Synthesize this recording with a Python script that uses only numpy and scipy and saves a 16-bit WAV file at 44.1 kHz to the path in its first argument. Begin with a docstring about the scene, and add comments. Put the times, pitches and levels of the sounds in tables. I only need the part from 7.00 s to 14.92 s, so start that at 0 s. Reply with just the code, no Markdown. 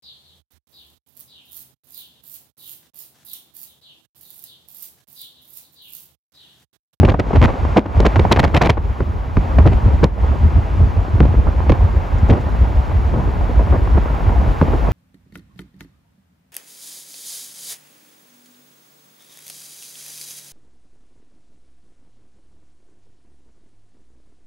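"""Wind buffets a phone held at the side window of a car driving over a steel truss bridge.
The sharpest gusts strike the microphone itself: they thud, crackle and pop, and overload it.
Eddies shed at the window push the cabin air into low throbs, over a lumpy rumble.
Behind them, tyres and passing air make a steady rush, with a thin hiss and a few faint ticks.
The microphone has two ports, left and right."""
import sys
import numpy as np
from scipy import signal
from scipy.fft import rfft, irfft
from scipy.io import wavfile
from scipy.ndimage import uniform_filter1d, minimum_filter1d

SR = 44100
rng = np.random.default_rng(int(sys.argv[2]) if len(sys.argv) > 2 else 0)


def wrap_up_sound(samples):
    """Save the sound to the file named by the first command line argument, as 16-bit audio."""
    columns = np.atleast_2d(samples).T
    # keep every value between -1 and 1, then stretch to whole-number steps
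    tamed = np.clip(columns, -1, 1)
    steps = np.round(tamed * 32767).astype(np.int16)
    wavfile.write(sys.argv[1], SR, steps)


N = 349272
TIME = np.arange(N) / SR
BINS = np.fft.rfftfreq(N, 1 / SR)


def gain_of(db):
    """Decibels to amplitude."""
    return 10 ** (np.asarray(db) / 20)


def unit_rms(x):
    """Scales to rms 1."""
    return x / np.sqrt(np.mean(x ** 2) + 1e-20)


def over_frequency(points):
    """A curve over log frequency, at every bin."""
    hz, value = np.transpose(points)
    return np.interp(np.log(BINS + 1), np.log(hz + 1), value)


def over_time(points):
    """A curve over time, at every sample."""
    return np.interp(TIME, *np.transpose(points))


def drift(rate_hz):
    """A random wander of rms 1, up to about this rate."""
    return unit_rms(irfft(rfft(rng.standard_normal(N)) * np.exp(-(BINS / rate_hz) ** 2), N))


def noise(spectrum, likeness):
    """Coloured noise of rms 1 at the two ports; likeness is their correlation over frequency."""
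    shared, apart = rfft(rng.standard_normal((2, N)))
    correlation = np.clip(over_frequency(likeness), -1, 1)
    mid, side = shared * np.sqrt(1 + correlation), apart * np.sqrt(1 - correlation)
    return unit_rms(irfft(np.array([mid + side, mid - side]) * gain_of(over_frequency(spectrum)), N))


def steadied(x, samples):
    """Holds the power of a noise even over stretches of this many samples."""
    return x / np.sqrt(uniform_filter1d((x ** 2).mean(0), samples) + 1e-9)


# Brief dips in level after the heaviest gusts: start_s, depth_db
DIPS = [(.11, 8), (.775, 9), (1.33, 2), (1.69, 5.5), (3.04, 8)]

def dips(fall_s=0.05, hold_s=0.087, recovery_db_per_s=76):
    """How far the level dips, in dB: each dip falls quickly, holds and recovers at a steady rate."""
    dip_db = np.zeros(N)
    for start_s, depth_db in DIPS:
        age = TIME - start_s
        remaining_db = depth_db - recovery_db_per_s * np.maximum(age - hold_s, 0)
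        dip_db += np.clip(age / fall_s, 0, 1) * np.maximum(remaining_db, 0)
    return dip_db


# Lulls in the buffeting at the window: centre_s, depth_db, length_s
LULLS = [(0.273, 6.5, 0.057), (0.565, 16, 0.036), (0.84, 13.5, 0.13), (1.123, 12, 0.038), (1.496, 6, 0.027),
         (1.97, 8, 0.038), (2.06, 4, 0.039), (2.45, 7, .04), (3.155, 5, 0.022), (3.685, 11, 0.032),
         (4.059, 7, 0.032), (5.06, 6, .06), (5.42, 5, .05), (5.719, 2.5, 0.041), (5.833, 4, 0.036),
         (6.466, 2, 0.024), (7.078, 4, .03), (7.187, 8.5, 0.031), (7.562, 6, .03)]

def lulls():
    """How far the low buffeting slackens, in dB: a smooth hollow for each lull."""
    return sum(depth_db * np.exp(-np.pi / 2 * ((TIME - centre_s) / length_s) ** 2)
               for centre_s, depth_db, length_s in LULLS)


# Faint ticks in the car, perhaps loose trim: start_s, level_db
TICKS = [(5.181, -51), (5.283, -52), (5.406, -54)]
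# Their colour at the microphone: frequency_hz, density_db
TICK_SPECTRUM = [(2500, -30), (4800, -2), (7000, -1), (11000, -16), (15500, -28)]

def ticks(rise_s=0.004):
    """A few thin ticks above the rush, each a short swell of high noise."""
    envelope = np.zeros(N)
    for start_s, db in TICKS:
        age = np.maximum(TIME - start_s, 0) / rise_s
        envelope += gain_of(db) * age * np.exp(1 - age)
    return noise(TICK_SPECTRUM, GUST_LIKENESS) * envelope


# Thin hiss of air outside the window, slowly growing: time_s, level_db
HISS_LEVEL = [(0, -68), (1.85, -60), (2.5, -62), (4.5, -61.5), (7.9, -59.5)]
# Its colour: frequency_hz, density_db
HISS_SPECTRUM = [(4000, -29.5), (7000, -5.5), (10500, -3), (15500, -3.5)]

def hiss(dip_db):
    """Passing air hisses in the top treble."""
    return gain_of(over_time(HISS_LEVEL) - dip_db) * noise(HISS_SPECTRUM, RUSH_LIKENESS)


# Tyres on the bridge and passing air, heard from the side window: frequency_hz, density_db
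RUSH_SPECTRUM = [(100, -2.5), (200, 3), (350, 2.5), (600, 0), (920, 1), (1200, -2.5), (1700, -11),
                 (2400, -16), (4000, -26.5), (7000, -36), (10500, -46.5), (15500, -58)]
# How alike the rush is at the two ports: frequency_hz, correlation
RUSH_LIKENESS = [(150, .38), (350, .6), (680, .48), (1000, 0.11), (1200, 0.51), (1700, .52), (2200, 1),
                 (15000, 1)]
# How far the left port leads the right: frequency_hz, lead_rad
RUSH_LEAD = [(100, 0.9), (190, 0.05), (350, .5), (620, 0.2), (900, -0.74), (1100, 2.9), (1450, 1.86),
             (1700, 1), (2000, 0.3), (2300, 0)]
# How far the left port is raised and the right lowered: frequency_hz, lean_db
RUSH_LEAN = [(300, .1), (460, 0.61), (700, .7), (950, .2), (1200, -.9), (1500, -.7), (1900, 1.2), (2400, 0),
             (8000, 0.57)]
# Bands of the rush, the treble sinking furthest in a dip: centre_hz, uneven_db, dip_share
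RUSH_BANDS = [(200, 2.2, .7), (450, 2.5, .7), (750, 2, 0.84), (1100, 1.5, 1.1), (2000, .8, 1.15),
              (4500, .4, 1.25)]
# The rush drops back after the first flurry of gusts, then holds fairly steady: time_s, gain_db
RUSH_SWELL = [(0, .5), (1.3, 2), (1.6, -3.5), (1.85, -4), (2.32, -4.5), (2.42, .5), (4.3, -1.5), (5.3, 0),
              (6.5, 0), (7.9, 2.5)]

def rush(dip_db, level_db=-28.5, waver_hz=28):
    """Tyres and passing air roar, each band wavering on its own; roar and hiss swell together."""
    spectra = rfft(gain_of(level_db) * noise(RUSH_SPECTRUM, RUSH_LIKENESS))
    spectra *= gain_of(np.outer([1, -1], over_frequency(RUSH_LEAN)))
    spectra[0] *= np.exp(1j * over_frequency(RUSH_LEAD))
    centres_hz = np.transpose(RUSH_BANDS)[0]
    roar = np.zeros((2, N))
    for weights, (_, uneven_db, dip_share) in zip(np.eye(len(centres_hz)), RUSH_BANDS):
        band = irfft(spectra * over_frequency(np.transpose([centres_hz, weights])), N)
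        waver = unit_rms(gain_of(uneven_db * drift(waver_hz)))
        roar += band * waver * gain_of(-dip_share * dip_db)
    return (roar + hiss(dip_db)) * gain_of(over_time(RUSH_SWELL))


# Drone of the cabin, all around the microphone: frequency_hz, density_db
RUMBLE_SPECTRUM = [(12, -47), (25, -18.5), (42, 8.5), (58, 10), (100, -1), (150, -10), (220, -13.5),
                   (350, -29.5), (700, -54), (3000, -91.5)]
# How alike the low end is at the two ports: frequency_hz, correlation
RUMBLE_LIKENESS = [(40, 0.98), (90, 0.66), (200, 0.17)]

def rumble(level_db=-17, lumpy_db=1.0):
    """The cabin and the airstream make a lumpy low drone."""
    drone = noise(RUMBLE_SPECTRUM, RUMBLE_LIKENESS)
    return gain_of(level_db) * unit_rms(drone * gain_of(lumpy_db * drift(rate_hz=19)))


# The heaviest throbs at the window, right beside the phone: centre_s, level_db, length_s
THROBS = [(0, 0, 0.032), (0.383, -6.5, 0.03), (0.439, -5, 0.027), (0.649, -11.5, 0.032), (.72, -13, 0.032),
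          (0.982, -7, 0.034), (1.183, -7, 0.055), (1.392, -9.5, 0.032), (1.462, -9, .03),
          (1.557, -10.5, .03), (2.017, -11, 0.024), (2.385, -7, 0.025), (2.592, -5, 0.051),
          (2.672, -4, 0.047), (2.749, -6, 0.032), (2.87, -6, 0.038), (2.948, -6.5, 0.025),
          (3.036, -6.5, 0.038), (3.246, -11.5, .03), (3.309, -7.5, 0.031), (3.453, -6.5, 0.056),
          (3.571, -5.5, 0.038), (3.83, -6, 0.064), (3.981, -11, 0.034), (4.15, -8, .04), (4.235, -4, 0.051),
          (4.311, -7.5, 0.033), (4.39, -4, .027), (4.48, -7, 0.033), (4.705, -4.5, 0.032),
          (4.832, -8, 0.05), (4.975, -11, 0.0307), (5.237, -7, 0.024), (5.316, -7.5, 0.04),
          (5.469, -13.5, 0.026), (5.548, -10.5, .03), (5.63, -9, 0.032), (5.978, -10.5, 0.051),
          (6.139, -8.5, 0.033), (6.584, -12.5, .035), (6.71, -6.5, .026), (6.961, -7.5, 0.038),
          (7.288, -11, 0.029), (7.38, -11.5, 0.036), (7.486, -8, .04), (7.627, -9.5, .025)]
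# Strength of the wind that sheds lesser eddies between them: time_s, level_db
WIND_LEVEL = [(0, -18.5), (.7, -17), (1.3, -13), (1.65, -14), (1.85, -15.5), (2.3, -18), (2.6, -12),
              (4.5, -10), (5.7, -17), (6.5, -16.5), (7.5, -13), (7.9, -14)]

def eddies(per_second=10.5, jitter=0.2473, length_s=0.032, spread_db=2, clear_s=0.06):
    """The window sheds the heavy throbs, and a loose train of lesser ones wherever these leave room."""
    late, strong, long = rng.standard_normal((160, 3)).T
    centres_s = (np.arange(len(late)) + jitter * late) / per_second
    levels_db = np.interp(centres_s, *np.transpose(WIND_LEVEL)) + spread_db * strong
    lesser = np.transpose([centres_s, levels_db, length_s * np.exp(jitter * long)])
    gap_s = abs(centres_s[:, None] - np.transpose(THROBS)[0]).min(1)
    return np.vstack([THROBS, lesser[gap_s > clear_s]])


# Small whirls inside a throb at the window: frequency_hz, density_db
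CHURN_SPECTRUM = [(50, -10), (95, 18), (140, 4.5), (200, 9), (300, -2), (600, -43.5), (4000, -91.5)]

def buffets(level_db=-1.35, pitch_hz=78.08, sag_hz_per_s=1.59, scatter_octaves=0.093,
            wobble=0.283, ragged_db=1.4, churn_db=-4.5, churn_grows=1.7):
    """Each eddy swings the cabin air a few times and breaks into small whirls, the heavy ones most."""
    swings, power = np.zeros((2, N))
    unsteady = 1 + wobble * drift(rate_hz=66.6)
    for centre_s, db, length_s in eddies():
        hz = (pitch_hz - sag_hz_per_s * centre_s) * 2 ** (scatter_octaves * rng.standard_normal())
        near = slice(*np.searchsorted(TIME, [centre_s - 3 * length_s, centre_s + 3 * length_s]))
        swell = gain_of(db + level_db) * np.exp(-np.pi / 2 * ((TIME[near] - centre_s) / length_s) ** 2)
        cycles = rng.random() + np.cumsum(hz * unsteady[near]) / SR
        swings[near] += swell * np.sqrt(2) * np.sin(2 * np.pi * cycles)
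        power[near] += swell ** 2
    ragged = unit_rms(gain_of(ragged_db * drift(rate_hz=50)))
    churn = gain_of(churn_db) * np.sqrt(power) ** churn_grows * noise(CHURN_SPECTRUM, RUMBLE_LIKENESS)
    return swings * ragged + churn


# Low thud of air landing on the microphone: frequency_hz, density_db
THUD_SPECTRUM = [(40, -34), (110, 2), (180, -1), (330, -7.5), (520, -9.5), (800, -31.5), (2000, -99),
                 (8000, -88.5)]
# Midrange flap of the same air: frequency_hz, density_db
FLAP_SPECTRUM = [(200, -63), (450, -1.5), (650, 4), (950, -2.5), (1400, -9.5), (2000, -19), (4000, -46.5),
                 (9000, -83)]
# How alike wind on the microphone is at the two ports: frequency_hz, correlation
GUST_LIKENESS = [(100, 0.99), (600, 0.75), (1300, 0.29), (2300, 0.99), (15000, 0.91)]
# How hard small eddies flick at the ports: time_s, gain_db
FLUTTER_LEVEL = [(0, 3), (.5, 4), (.7, -2), (1.5, 7), (2.1, -21), (2.7, 1.5), (3.4, -2), (4.4, 5),
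                 (5.7, -1.5), (6.7, 3), (7.9, 0.5)]

def flutter(thud_db, flap_db, per_second, spread_db, rise_s):
    """Small eddies flick at the ports at random moments, each a soft thud and flap."""
    sizes = gain_of(spread_db * np.minimum(rng.exponential(1, N), 3))
    arrivals = rng.random(N) < per_second / SR
    age = TIME[:SR // 10] / rise_s
    flick = (age * np.exp(1 - age)) ** 2
    strength = unit_rms(signal.oaconvolve(sizes * arrivals, flick)[:N])
    thud = gain_of(thud_db) * noise(THUD_SPECTRUM, GUST_LIKENESS)
    flap = gain_of(flap_db) * noise(FLAP_SPECTRUM, GUST_LIKENESS)
    return strength * (thud + flap) * gain_of(over_time(FLUTTER_LEVEL))


# Dry pops where an eddy bursts right on a port: start_s, level_db, pitch_hz
POPS = [(0.035, -14, 1700), (0.0516, -13, 2400), (.0557, -17, 3000), (0.088, -9, 1300), (.0979, -17, 2700),
        (.1021, -16, 2000), (0.1972, -13, 3200), (.3608, -12.5, 1700), (.4170, -6, 2092),
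        (0.4274, -5, 1950), (0.44, -3, 2100), (.4505, -3.5, 1350), (0.7714, -6.5, 2200),
        (0.7762, -11, 2900), (0.7935, -15, 2200), (1.0042, -9, 3899), (1.053, -14, 2300),
        (1.0607, -22, 3400), (1.065, -4, 2380), (1.0675, -11, 3401), (1.1592, -6, 1600), (1.1955, -6, 2000),
        (1.2525, -9, 850), (1.3170, -10, 2400), (1.3240, 12, 4200), (1.3282, 5, 2700), (1.3622, -9, 1747),
        (1.3729, -10, 1650), (1.3974, -11, 2200), (1.4308, -13, 1949), (1.4422, -10, 2100),
        (1.5445, -16, 1850), (1.5485, -10, 1950), (1.5678, -8, 2200), (1.5745, -9, 2698),
        (1.6179, -6, 1949), (1.625, -10, 3900), (1.636, -9, 2000), (1.6590, -14, 3600), (1.6980, 0, 2120),
        (1.7032, -5, 3400), (2.007, -14, 780), (2.3695, -11, 1100), (2.585, -8, 900), (2.5884, -14, 2780),
        (2.6654, -20, 3502), (2.6756, -13, 2400), (2.6845, -20, 1900), (2.735, -20, 2199),
        (3.0345, -13, 2630), (3.0391, -14, 2210), (3.0425, -6, 3970), (4.2045, -6, 1700),
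        (4.6962, -7.5, 1750), (4.7030, -16, 2000), (4.7205, -15, 2600), (5.3000, -10.5, 1902),
        (5.305, -19, 2400), (5.313, -19, 2200), (7.6142, -7.5, 1000)]

def pops(boost_db=5.0, rise_cycles=0.13, decay_cycles=0.61):
    """Each pop is a sudden step of pressure that swings for a cycle or two, the same at both ports."""
    out = np.zeros(N)
    for start_s, db, hz in POPS:
        near = slice(*np.searchsorted(TIME, [start_s, start_s + 10 / hz]))
        cycles = (TIME[near] - start_s) * hz
        envelope = (1 - np.exp(-cycles / rise_cycles)) * np.exp(-cycles / decay_cycles)
        out[near] += rng.choice([-1, 1]) * gain_of(db + boost_db) * envelope * np.sin(2 * np.pi * cycles)
    return out


def strikes(levels_db, attack_s, attack_share, release_s):
    """Gust strength over time: each builds (long ones more slowly), lasts its length and dies away."""
    power = np.zeros(N)
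    for (start_s, length_s, *_), db in zip(GUSTS, levels_db):
        near = slice(*np.searchsorted(TIME, [start_s, start_s + length_s + 10 * release_s]))
        age = TIME[near] - start_s
        rise = np.minimum(age / (attack_s + attack_share * length_s), 1)
        fall = np.exp(-np.maximum(age - length_s, 0) / release_s)
        power[near] += (gain_of(db) * rise * fall) ** 2
    return np.sqrt(power)


def sinking(pitches_hz, above_octaves, fall_octaves, settle_s):
    """The pitch of the latest gust: it starts high and sinks as the eddy widens."""
    start_s, length_s = np.transpose(GUSTS)[:2]
    latest = np.maximum(np.searchsorted(start_s, TIME) - 1, 0)
    spent = np.clip((TIME - start_s[latest]) / (length_s[latest] + settle_s), 0, 1)
    return pitches_hz[latest] * 2 ** (above_octaves - fall_octaves * spent)


def whirl(spectrum, hz, octaves, rate_hz, tone_share):
    """An eddy has a pitch that slides at random; the rest of it is noise."""
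    sliding_hz = hz * 2 ** (octaves * drift(rate_hz))
    tone = np.sqrt(2) * np.sin(2 * np.pi * np.cumsum(sliding_hz) / SR)
    air = steadied(noise(spectrum, GUST_LIKENESS), samples=250)
    return np.sqrt(tone_share) * tone + np.sqrt(1 - tone_share) * air


def tatters(ragged_db, rate_hz):
    """A gust tears into quick separate snaps: a ragged gain that keeps its mean power."""
    return steadied(gain_of(ragged_db * drift(rate_hz))[None], samples=500)


# Crackle of air tearing across the ports: frequency_hz, density_db
CRACKLE_SPECTRUM = [(600, -22), (1200, -8.5), (1700, 4), (2300, 3.5), (3500, -7.5), (5200, -17),
                    (7500, -28), (11000, -35.5), (15500, -41)]

def wakes(fade_s=0.026, full_length_s=0.011):
    """Each gust leaves a weak sputtering wake behind it; the shortest leave less."""
    _, length_s, _, thud_db, flap_db, crackle_db, *_ = np.transpose(GUSTS)
    short_db = 10 * np.log10(np.clip(length_s / full_length_s, 1e-3, 1))
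    layers = [(THUD_SPECTRUM, thud_db - 14), (FLAP_SPECTRUM, flap_db - 13),
              (CRACKLE_SPECTRUM, crackle_db - 17)]
    air = np.zeros((2, N))
    for spectrum, db in layers:
        strength = strikes(db + short_db, attack_s=0.004, attack_share=0.55, release_s=fade_s)
        air += noise(spectrum, GUST_LIKENESS) * strength
    return air * tatters(ragged_db=4.5, rate_hz=110)


# Bright edge of the hardest gusts: frequency_hz, density_db
SIZZLE_SPECTRUM = [(2000, -23), (3800, 7), (5400, -2), (7500, -6.5), (11000, -13), (15500, -22)]
# Gusts from the window that land directly on the microphone:
# start_s, length_s, boom_db, thud_db, flap_db, crackle_db, thud_hz, flap_hz
GUSTS = [(0.031, 0.0047, -4, -3, -14, -34, 260, 820), (0.047, 0.0068, -12, -6.5, -16.5, -24.5, 330, 771),
         (0.079, 0.024, -27, -13.5, -20.5, -29.5, 399.7, 719.5),
         (0.115, 0.0079, -28, -21, -23, -39, 420, 739),
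         (0.141, 0.0053, -18.5, -11.5, -16.5, -40, 349.7, 840),
         (0.191, 0.012, -15, -13, -17.5, -25.5, 410.3, 780),
         (0.306, 0.004, -26, -18.5, -21.5, -48, 390, 740),
         (0.331, 0.0086, -21, -13, -21, -38, 410.3, 720.2), (0.347, 0.023, -27, -16, -20, -32.5, 390, 789),
         (0.412, 0.046, -24, -12, -17.5, -25.5, 319.8, 919.5),
         (0.476, 0.031, -31, -22.5, -22.5, -42, 380, 810), (0.65, 0.002, -23, -19, -16, -39, 360, 800),
         (0.762, 0.025, -15, -7, -15, -24.5, 399.7, 731), (0.857, 0.0067, -26, -21, -24, -40, 380, 790),
         (1.001, 0.0018, -18, -6.5, -16, -20, 380, 900), (1.027, 0.003, -26, -18, -21, -48, 420, 690),
         (1.048, 0.021, -17.5, -10, -14, -23.5, 320, 830.7), (1.156, 0.013, -27, -16, -18, -31, 400, 920),
         (1.193, 0.004, -14, -6.5, -13, -20, 470, 660), (1.25, 0.0019, -15, -9, -11, -49, 410.2, 760.5),
         (1.313, 0.0086, -13, -2, -6, -15.5, 390, 780), (1.322, 0.006, -20, -12.5, -14, -10.5, 340, 780),
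         (1.361, 0.0068, -27, -18, -23, -26.5, 360.2, 870), (1.369, 0.0076, -27, -20, -17, -36, 410, 810),
         (1.388, 0.015, -17, -11.5, -15, -19, 450.1, 840.1), (1.432, 0.019, -25, -18, -16, -23.5, 370, 850),
         (1.476, 0.0037, -27, -15.5, -31, -31, 380.1, 630.2),
         (1.541, 0.01, -16, -13, -15.5, -22, 379.7, 810), (1.554, 0.025, -22, -14, -17, -21.5, 360, 820),
         (1.61, 0.016, -21, -16, -12.5, -21, 290, 820), (1.631, 0.043, -23, -17.5, -19, -26.5, 400, 870),
         (1.692, 0.012, -17.5, -13.5, -13, -16, 370, 850.5),
         (1.771, 0.0089, -27, -21, -22.5, -43, 339.5, 790), (2.004, 0.0038, -19.5, -14, -21, -42, 421, 689),
         (2.368, 0.0036, -12, -8, -17.5, -32, 290.4, 949), (2.5848, 0.0038, -9, -13, -8, -25, 430, 800),
         (2.599, 0.005, -24, -18, -24, -41, 340, 831), (2.655, 0.023, -20, -10, -19.5, -32.5, 400, 730),
         (2.715, 0.021, -26, -20, -28, -38, 320, 840), (2.85, 0.044, -36, -25, -39, -55, 270, 840),
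         (3.028, 0.019, -10, -6, -16, -28, 270, 880), (3.802, 0.012, -34, -23, -34, -60, 239, 740),
         (4.204, 0.004, -5, -2, -13.5, -37, 265, 869), (4.229, 0.005, -28, -21, -21, -36.5, 300, 952),
         (4.251, 0.008, -19, -16, -25.5, -38, 280, 760), (4.468, 0.014, -37, -25, -25, -55, 490.5, 810),
         (4.694, 0.0073, -19, -7, -15.5, -28, 380.2, 689.7),
         (4.719, 0.0067, -23, -13, -21, -31, 440.4, 770.6),
         (4.738, 0.02, -33, -27, -26.5, -47, 409.8, 800.4), (5.293, 0.021, -18, -9, -26, -32, 320, 770),
         (5.32, 0.019, -25, -15.5, -23.5, -38.5, 380, 810),
         (5.346, 0.043, -31, -22.5, -30.5, -48, 330, 770), (6.135, 0.069, -24, -22, -33.5, -59, 310, 780),
         (6.489, 0.026, -28, -21.5, -34, -56, 360, 860), (6.592, 0.005, -25, -18, -21, -46, 440, 750),
         (6.721, 0.044, -31, -20, -23, -61, 389.8, 730), (6.873, 0.0049, -30, -26, -25, -50, 450.6, 750),
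         (6.972, 0.012, -24, -16, -23.5, -49, 380, 821), (7.055, 0.006, -27, -29, -24.5, -52, 350, 810),
         (7.286, 0.02, -36, -23, -26.5, -55, 320, 770), (7.613, 0.003, -12, -6.5, -14, -33, 360.2, 790),
         (7.622, 0.005, -18, -12.5, -24, -38, 340, 679.4), (7.678, 0.008, -26, -21, -25, -52, 320, 750.5),
         (7.73, 0.023, -28, -18, -28, -57, 420, 810), (7.872, 0.005, -32, -24, -22.5, -46, 390, 840)]

def gusts(spiky_db=3.5, sizzle_db=1.5, sizzle_grows=1.8):
    """A gust flaps, thuds and booms, each lower and slower than the last, and crackles at its height."""
    _, _, boom_db, thud_db, flap_db, crackle_db, thud_hz, flap_hz = np.transpose(GUSTS)
    boom = whirl(CHURN_SPECTRUM, hz=132, octaves=0.3, rate_hz=39.6, tone_share=0.56)
    boom *= strikes(boom_db, attack_s=0.005, attack_share=0.15, release_s=0.016)

    thud_glide_hz = sinking(thud_hz, above_octaves=0.1, fall_octaves=0.8, settle_s=0.012)
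    thud = whirl(THUD_SPECTRUM, thud_glide_hz, octaves=0.4, rate_hz=170, tone_share=0.3)
    thud *= strikes(thud_db, attack_s=0.002, attack_share=0.073, release_s=0.0063)

    flap_glide_hz = sinking(flap_hz, above_octaves=0.2, fall_octaves=0.4, settle_s=0.006)
    flap = whirl(FLAP_SPECTRUM, flap_glide_hz, octaves=0.3, rate_hz=250, tone_share=0.3)
    flap *= strikes(flap_db, attack_s=0.00034, attack_share=0.016, release_s=0.0038)

    snaps = strikes(crackle_db, attack_s=0.00034, attack_share=0.49, release_s=0.0021)
    snaps = snaps * tatters(ragged_db=4.0, rate_hz=220)
    sputter = gain_of(spiky_db * drift(rate_hz=730))
    crackle = snaps * steadied(sputter * noise(CRACKLE_SPECTRUM, GUST_LIKENESS), samples=110)
    # the finest eddies grow faster than the gust itself, so hard gusts are brighter
    fine_eddies = steadied(sputter * noise(SIZZLE_SPECTRUM, GUST_LIKENESS), samples=110)
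    sizzle = gain_of(sizzle_db) * snaps ** sizzle_grows * fine_eddies
    return boom + thud + flap * tatters(ragged_db=1.8, rate_hz=200) + crackle + sizzle


def scene(rumble_follows=0.74, dip_share=0.35):
    """Steady layers swell and dip together, low ones lull, gusts and pops ride on top."""
    dip_db = dips()
    swell_db = over_time(RUSH_SWELL) - dip_db
    ducked = gain_of(-dip_share * dip_db)
    puffs = flutter(thud_db=-39.5, flap_db=-43.5, per_second=7, spread_db=0, rise_s=0.0031)
    flicks = flutter(thud_db=-37, flap_db=-41.5, per_second=45, spread_db=1.5, rise_s=0.0023)
    small_eddies = (flicks + puffs) * gain_of(swell_db)
    cabin = (rumble() * gain_of(rumble_follows * swell_db) + buffets() * ducked) * gain_of(-lulls())
    return rush(dip_db) + cabin + small_eddies + wakes() * ducked + gusts() + pops() + ticks()


# The top treble swings in and out of phase between the ports: frequency_hz, phase_half_turns
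TREBLE_PHASE = [(0, 0), (7400, 0), (8500, 1), (9400, 1), (10200, 2), (11800, 2), (12700, 3), (13600, 3),
                (14400, 4)]

def record(dry, low_cut_hz=34, ceiling=0.96, high_cut_hz=15830):
    """The phone's microphone: low cut, phase between the ports, a fast peak limiter and a high cut."""
    hz = np.fft.rfftfreq(2 * N, 1 / SR)
    spectra = rfft(dry, 2 * N) * hz ** 3 / np.sqrt(hz ** 6 + low_cut_hz ** 6)
    spectra[0] *= np.exp(1j * np.pi * np.interp(hz, *np.transpose(TREBLE_PHASE)))
    ports = irfft(spectra)[:, :N]
    safe_gain = np.minimum(ceiling / (abs(ports).max(0) + 1e-9), 1)
    limited = ports * uniform_filter1d(minimum_filter1d(safe_gain, size=81), size=81)
    lowpass = signal.firwin(511, high_cut_hz, window=("kaiser", 9), fs=SR)
    return signal.oaconvolve(limited, lowpass[None], "same")


dry = scene()
out = record(dry)
wrap_up_sound(out)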